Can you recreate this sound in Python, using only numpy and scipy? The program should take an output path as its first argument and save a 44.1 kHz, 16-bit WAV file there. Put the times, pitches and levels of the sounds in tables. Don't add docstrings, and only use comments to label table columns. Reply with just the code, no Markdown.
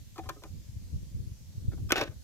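import sys
import numpy as np
from scipy import signal
from scipy.fft import rfft, irfft
from scipy.io import wavfile
from scipy.ndimage import uniform_filter1d

SR = 44100
rng = np.random.default_rng(int(sys.argv[2]) if len(sys.argv) > 2 else 0)


def dump(signal):
    limited = np.clip(np.atleast_2d(signal).T, -1, 1)
    pcm = np.round(limited * 32767).astype(np.int16)
    wavfile.write(sys.argv[1], SR, pcm)


def voltage_ratio(decibels):
    exponent = np.asarray(decibels, float) / 20
    return 10 ** exponent


N = 98607

# (f/Hz, level/dB, time to fall 60 dB/s)
LID_MODES = [(301, -16, 0.098), (345, -3, 0.049), (420, -7, 0.047), (570, -9.5, 0.061), (700, -8.5, 0.021),
             (1060, -14.5, 0.021), (1290, -4, 0.032), (1520, -3, 0.032), (1770, -8.5, 0.015),
             (2214, -9, .02), (2526, -2.5, 0.012), (3600, -7.5, .01), (4750, -19, .008),
             (5400, -10.5, 0.0064)]
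CONTACT_SPOTS = [.8, 1.22, 1]
LID_SHELL_DB = -0.5


def evened(x):
    return x / np.sqrt(np.mean(x ** 2) + 1e-20)


def read(points, hz):
    f, value = np.transpose(points)
    return np.interp(np.log(hz + 1), np.log(f + 1), value)


def leaves():
    # (f/Hz, level/dB)
    leaf_colour = [(290, -27), (500, -7.5), (730, -15.5), (1100, -18.5), (1200, -19.5), (6410, -9),
                   (8840, -18), (14100, -18), (16300, -34.5)]
    # (f/Hz, likeness 0 to 1)
    leaf_likeness = [(500, 0.21), (6000, 0), (10000, 0.25), (16000, 0.69)]
    level_db, patch_db = -62.5, 1.2
    frames, hz = N // 256 + 5, np.fft.rfftfreq(1024, 1 / SR)
    a, b, c, d, patches = rng.standard_normal((frames, 513, 5)).T
    patches = uniform_filter1d(patches, size=14, axis=0)
    patches = evened(uniform_filter1d(patches, size=16, axis=1))
    same = np.clip(read(leaf_likeness, hz), -1, 1)[:, None]
    left = a + 1j * b
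    right = same * left + np.sqrt(1 - same ** 2) * (c + 1j * d)
    colour = read([(150, -82)] + leaf_colour, hz)[:, None]
    spectrum = np.array([left, right]) * voltage_ratio(colour + patch_db * patches)
    hiss = signal.istft(spectrum, nperseg=1024, noverlap=768)[1][:, :N]
    return voltage_ratio(level_db) * evened(hiss)


def wind():
    # (t/s, level/dB)
    gust_strength = [(0, -47), (.16, -53), (.27, -44), (.43, -56), (.55, -41), (.64, -49.5), (.76, -48),
                     (.88, -46.5), (.96, -40), (1.1, -47), (1.2, -39.5), (1.33, -47.5), (1.45, -52),
                     (1.6, -43.5), (1.72, -38), (1.87, -40), (2.0, -48.5), (2.236, -49)]
    # (f/Hz, level/dB)
    wind_colour = [(8.8, -66), (15, -21), (48, -3), (75, 0), (126, -6), (253, -20), (333, -27), (494, -36),
                   (900, -63.5), (1170, -52), (1980, -120)]
    lump_db, lump_s, gust_brightness = 2.5, .018, .25
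    frames, hz = N // 256 + 13, np.fft.rfftfreq(2048, 1 / SR)
    s, db = np.transpose(gust_strength)
    t = (np.arange(frames) - 8) * 256 / SR
    level = np.interp(t, s, db)
    noise = rng.standard_normal((2, frames, 1025)) + 1j * rng.standard_normal((2, frames, 1025))
    colour = read(wind_colour + [(2000, -70)], hz)
    reach = 1 + gust_brightness * np.log2(np.clip(hz, 50, 800) / 100)
    spectrum = noise * voltage_ratio(colour + (level[:, None] - db.mean()) * reach)
    rumble = signal.istft(spectrum.transpose(0, 2, 1), nperseg=2048, noverlap=1792)[1][:, 2048:2048 + N]
    size = round(lump_s * SR)
    lumps = uniform_filter1d(rng.standard_normal((2, N)), size=size)
    lumps = evened(uniform_filter1d(lumps, size=size))
    mean_db = 10 * np.log10(np.mean(voltage_ratio(level) ** 2))
    return evened(rumble * voltage_ratio(lump_db * lumps)) * voltage_ratio(mean_db + 1.5)


def puffs():
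    # (t/s, level/dB, left share [ratio], right share [ratio])
    buffets = [(0.198, -36.5, 1, -0.86), (0.275, -35, -1.1, -0.79), (0.538, -34, -0.16, -1.2),
               (0.568, -36, 1, -1), (0.584, -38, -0.91, 0.87), (0.695, -30.5, -.8, -0.61),
               (0.77, -21, -0.56, -0.3), (0.944, -24.5, -0.82, -1.1), (0.961, -23.5, -1.1, 0.76),
               (1.03, -25, -0.55, -0.58), (1.15, -20, 0.35, -0.47), (1.205, -22, 0.74, -0.079),
               (1.23, -35.5, 0.73, -1.3), (1.276, -20.5, -0.54, 0.11), (1.319, -29, -0.55, -0.81),
               (1.581, -29.5, 0.97, -1.3), (1.657, -24.5, -0.93, -0.21), (1.686, -15, 0.72, -0.82),
               (1.822, -28.5, -.5, -0.8), (1.858, -27.5, -0.86, -0.31), (2.099, -27, 0.95, 0.41)]
    swing_hz, length_s, right_delay_s = 95, .0062, .0015
    out = np.zeros((2, N))
    t = np.arange(-2000, 2000) / SR - np.array([[0], [right_delay_s]])
    bump = np.cos(2 * np.pi * swing_hz * t) * np.exp(-abs(t / length_s) ** 1.34)
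    for s, db, left, right in buffets:
        start = round(s * SR) - 2000
        out[:, start:start + 4000] += voltage_ratio(db) * np.array([[left], [right]]) * bump
    return out


def ring(drive, modes, tilt_db, shell_db, favoured_hz):
    # (f/Hz, level/dB)
    shell_colour = [(200, -50), (600, -11.5), (1600, -17.5), (3700, -16), (6500, -23), (9500, -31.5),
                    (12000, -23.5), (16000, -35)]
    shell_t60_s, shell_damping = .032, .6
    favour_db, favour_octaves = 11, .28
    t = np.arange(2600) / SR
    shell_hz = np.geomspace(300, 16000, 90) * rng.uniform(1.0, 1.02, 90)
    shell_level = read(shell_colour, shell_hz) + shell_db + 1.76 * rng.standard_normal(90)
    shell_t60 = shell_t60_s * (1000 / shell_hz) ** shell_damping
    main_hz, main_db, main_t60 = np.transpose(modes)
    main_hz = main_hz * (1 + .006 * rng.standard_normal(len(modes)))
    main_db = main_db + 2 * rng.standard_normal(len(modes))
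    hz = np.concatenate([main_hz, shell_hz])[:, None]
    db = np.concatenate([main_db, shell_level])[:, None]
    t60 = np.concatenate([main_t60, shell_t60])[:, None]
    db = db + tilt_db * np.log2(np.minimum(hz, 7000) / 1000)
    db = db + favour_db * np.exp(-(np.log2(hz / favoured_hz) / favour_octaves) ** 2)
    fading = voltage_ratio(db - 60 * t / np.maximum(t60, .002))
    body = rng.choice([-1, 1], hz.shape) * fading * np.sin(2 * np.pi * hz * t)
    return signal.fftconvolve(drive, body.sum(0))


def hits(contacts, modes, shell_db):
    chatter_per_s = 4000
    sharp_s = .004
    out, t = np.zeros((len(CONTACT_SPOTS), N + 9000)), np.arange(2000) / SR
    for k, (s, db, tilt_db, chatter_s, favoured_hz) in enumerate(contacts):
        drive = rng.standard_normal(2000) * (rng.random(2000) < chatter_per_s / SR)
        drive *= np.exp(-t / chatter_s)
        drive *= np.minimum(t / max(chatter_s - sharp_s, 1e-5), 1)
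        drive[0] = 2.13 * min(sharp_s / chatter_s, 1) ** 2
        sound = ring(drive / np.linalg.norm(drive), modes, tilt_db, shell_db, favoured_hz)
        start = round(s * SR)
        out[k % len(CONTACT_SPOTS), start:start + len(sound)] += voltage_ratio(db) * 0.46 * sound
    return out[:, :N]


def pod_taps():
    # (t/s, strength level/dB, hardness tilt/dB per octave, chatter/s, favoured f/Hz)
    tap_table = [(.153, -55, 8, 0.013, 1000), (.160, -52, -3, 0.0042, 1250), (.166, -48, 0, 0.011, 1250),
                 (.1802, -46, 6.5, .002, 1250), (.1845, -38, 0, 0.0039, 790),
                 (.189, -43.5, 3.5, 0.0041, 2000), (.193, -43.5, 2, 0.0033, 770), (.232, -49, 5, .012, 595),
                 (.255, -46, -0.5, 0.0095, 1000), (.2902, -36.5, 5.5, 0.0017, 532),
                 (.2942, -39.5, 8, 0.0012, 1440), (.298, -36.5, 3, 0.003, 980),
                 (.302, -47, 2, 0.0038, 1530), (.31, -55.5, 2.5, 0.038, 382),
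                 (.358, -54.5, -7.5, 0.015, 1330), (.421, -56, -4.5, 0.0041, 580),
                 (.427, -53, 4, 0.0057, 610), (.4365, -59.5, 11.5, .001, 2400),
                 (.4372, -44.5, 3.5, 0.0018, 1250), (.443, -52.5, 5.5, 0.0021, 900),
                 (.448, -52, -4, 0.01, 1250)]
    # (f/Hz, level/dB, time to fall 60 dB/s)
    pod_modes = [(330, 0.5, .1), (411, 2.5, 0.066), (567, 2, 0.033), (768, 2.5, 0.073), (1036, -2, 0.046),
                 (1250, 1.5, 0.019), (1530, -5, 0.02), (1800, -10.5, 0.065), (2400, -9, 0.03),
                 (2600, -12, 0.017)]
    return hits(tap_table, pod_modes, 1)


def grind():
    # (t/s, pressure level/dB)
    palm_push = [
        (1.931, -48.5),
        (1.953, -59),
        (1.961, -43.5),
        (1.99, -43),
        (2.007, -48.5),
        (2.013, -43),
        (2.036, -50),
        (2.05, -65),
        (2.083, -62),
    ]
    rub_points = [520, 800, 1900, 3000, 4200]
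    slips_per_s, spread_db, tilt_db = 3500, 3, 2.5
    s, db = np.transpose(palm_push)
    slips = voltage_ratio(spread_db * np.minimum(rng.exponential(1, N), 4))
    slips = slips * (rng.random(N) < slips_per_s / SR)
    pressure = voltage_ratio(np.interp(np.arange(N) / SR, s, db, left=-200, right=-200))
    drive = evened(slips) * pressure
    point = rng.integers(0, 5, N)
    out = np.zeros((len(CONTACT_SPOTS), N))
    for k, hz in enumerate(rub_points):
        rub = ring(drive * (point == k), LID_MODES, tilt_db, LID_SHELL_DB, hz)
        out[k % len(CONTACT_SPOTS)] += rub[:N]
    return 0.18 * out


def lid_knocks():
    # (t/s, strength level/dB, hardness tilt/dB per octave, chatter/s, favoured f/Hz)
    knock_table = [(1.716, -46.5, -1.5, 0.009, 1610), (1.728, -45.5, -1.5, 0.0072, 353),
                   (1.774, -51, 0.5, 0.0084, 794), (1.891, -45, 7, 0.0073, 1270),
                   (1.9035, -30.5, -0.5, 0.0011, 2500), (1.9075, -25.5, 3.5, 0.0012, 1520),
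                   (1.912, -38, 3, 0.0027, 1290), (1.9202, -21.5, 7, 0.00029, 2560),
                   (1.921, -22, 5, 0.00091, 6320), (1.9219, -24.5, 6.5, 0.0013, 1520),
                   (1.9232, -22, 0, 0.00022, 343), (1.9255, -33, 8.5, 0.0012, 2560),
                   (1.928, -28, 2, .003, 1290), (1.958, -22, 0.5, 0.0024, 700),
                   (1.964, -35, 5.5, 0.0027, 1520), (1.9765, -31.5, 2, 0.0022, 420),
                   (1.981, -27.5, 3, 0.0026, 345), (1.987, -35, 0.5, 0.0051, 1510),
                   (1.997, -37.5, -6.5, 0.0092, 577), (2.0118, -26.5, -1, 0.0016, 1030),
                   (2.0122, -35, 5, 0.0017, 5400), (2.014, -26, 1.5, 0.0013, 390),
                   (2.022, -26, -2, 0.0047, 570), (2.031, -45, 7, 0.0073, 314),
                   (2.047, -44.5, -7.5, 0.0084, 565), (2.075, -43, -5.5, 0.0066, 1800),
                   (2.09, -46.5, -3, 0.027, 510)]
    return hits(knock_table, LID_MODES, LID_SHELL_DB)


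def placed(x, echo_db):
    # (f/Hz, phase/radians)
    left_lead = [(100, 0), (1000, .6), (2000, 1.3), (3600, 2.8), (4900, 3.5), (5900, 4.9), (6600, 6.2),
                 (16000, 6.3)]
    echo_t60_s, echo_top_hz = 0.14, 3230
    scatter_db, scatter_t60_s = -6, .004
    left_db = 2.5
    t, hz = np.arange(8000) / SR, np.fft.rfftfreq(N, 1 / SR)
    far = rng.standard_normal((2, 8000)) * voltage_ratio(-60 * t / echo_t60_s) * (t > .0015)
    far = signal.lfilter(*signal.butter(2, echo_top_hz, fs=SR), far)
    far = voltage_ratio(echo_db) * far / np.linalg.norm(far[0])
    near = rng.standard_normal((2, 8000)) * voltage_ratio(-60 * t / scatter_t60_s)
    near = near / np.linalg.norm(near[0])
    near = signal.lfilter(*signal.butter(2, [2500, 14000], "band", fs=SR), near)
    echo = signal.fftconvolve(x.sum(0)[None], far + voltage_ratio(scatter_db) * near, axes=1)[:, :N]
    side = np.array([[.5], [-.5]])
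    direct = 0
    for sound, stretch in zip(x, CONTACT_SPOTS):
        direct = direct + rfft(sound) * np.exp(1j * read(left_lead, hz * stretch) * side)
    return irfft(voltage_ratio(left_db * side) * direct, N) + echo


def scene():
    background = leaves() + wind() + puffs()
    contacts = placed(pod_taps() + lid_knocks(), -20.5)
    return background + contacts + placed(grind(), -17)


def top_cut(x):
    return signal.sosfilt(signal.butter(12, 16450, fs=SR, output="sos"), x)


def record(dry):
    edge = signal.firwin(255, 16100, window=("kaiser", 9), fs=SR)
    mix = signal.oaconvolve(dry, edge[None], "same")
    return top_cut(mix)


dry = scene()
out = record(dry)
dump(out)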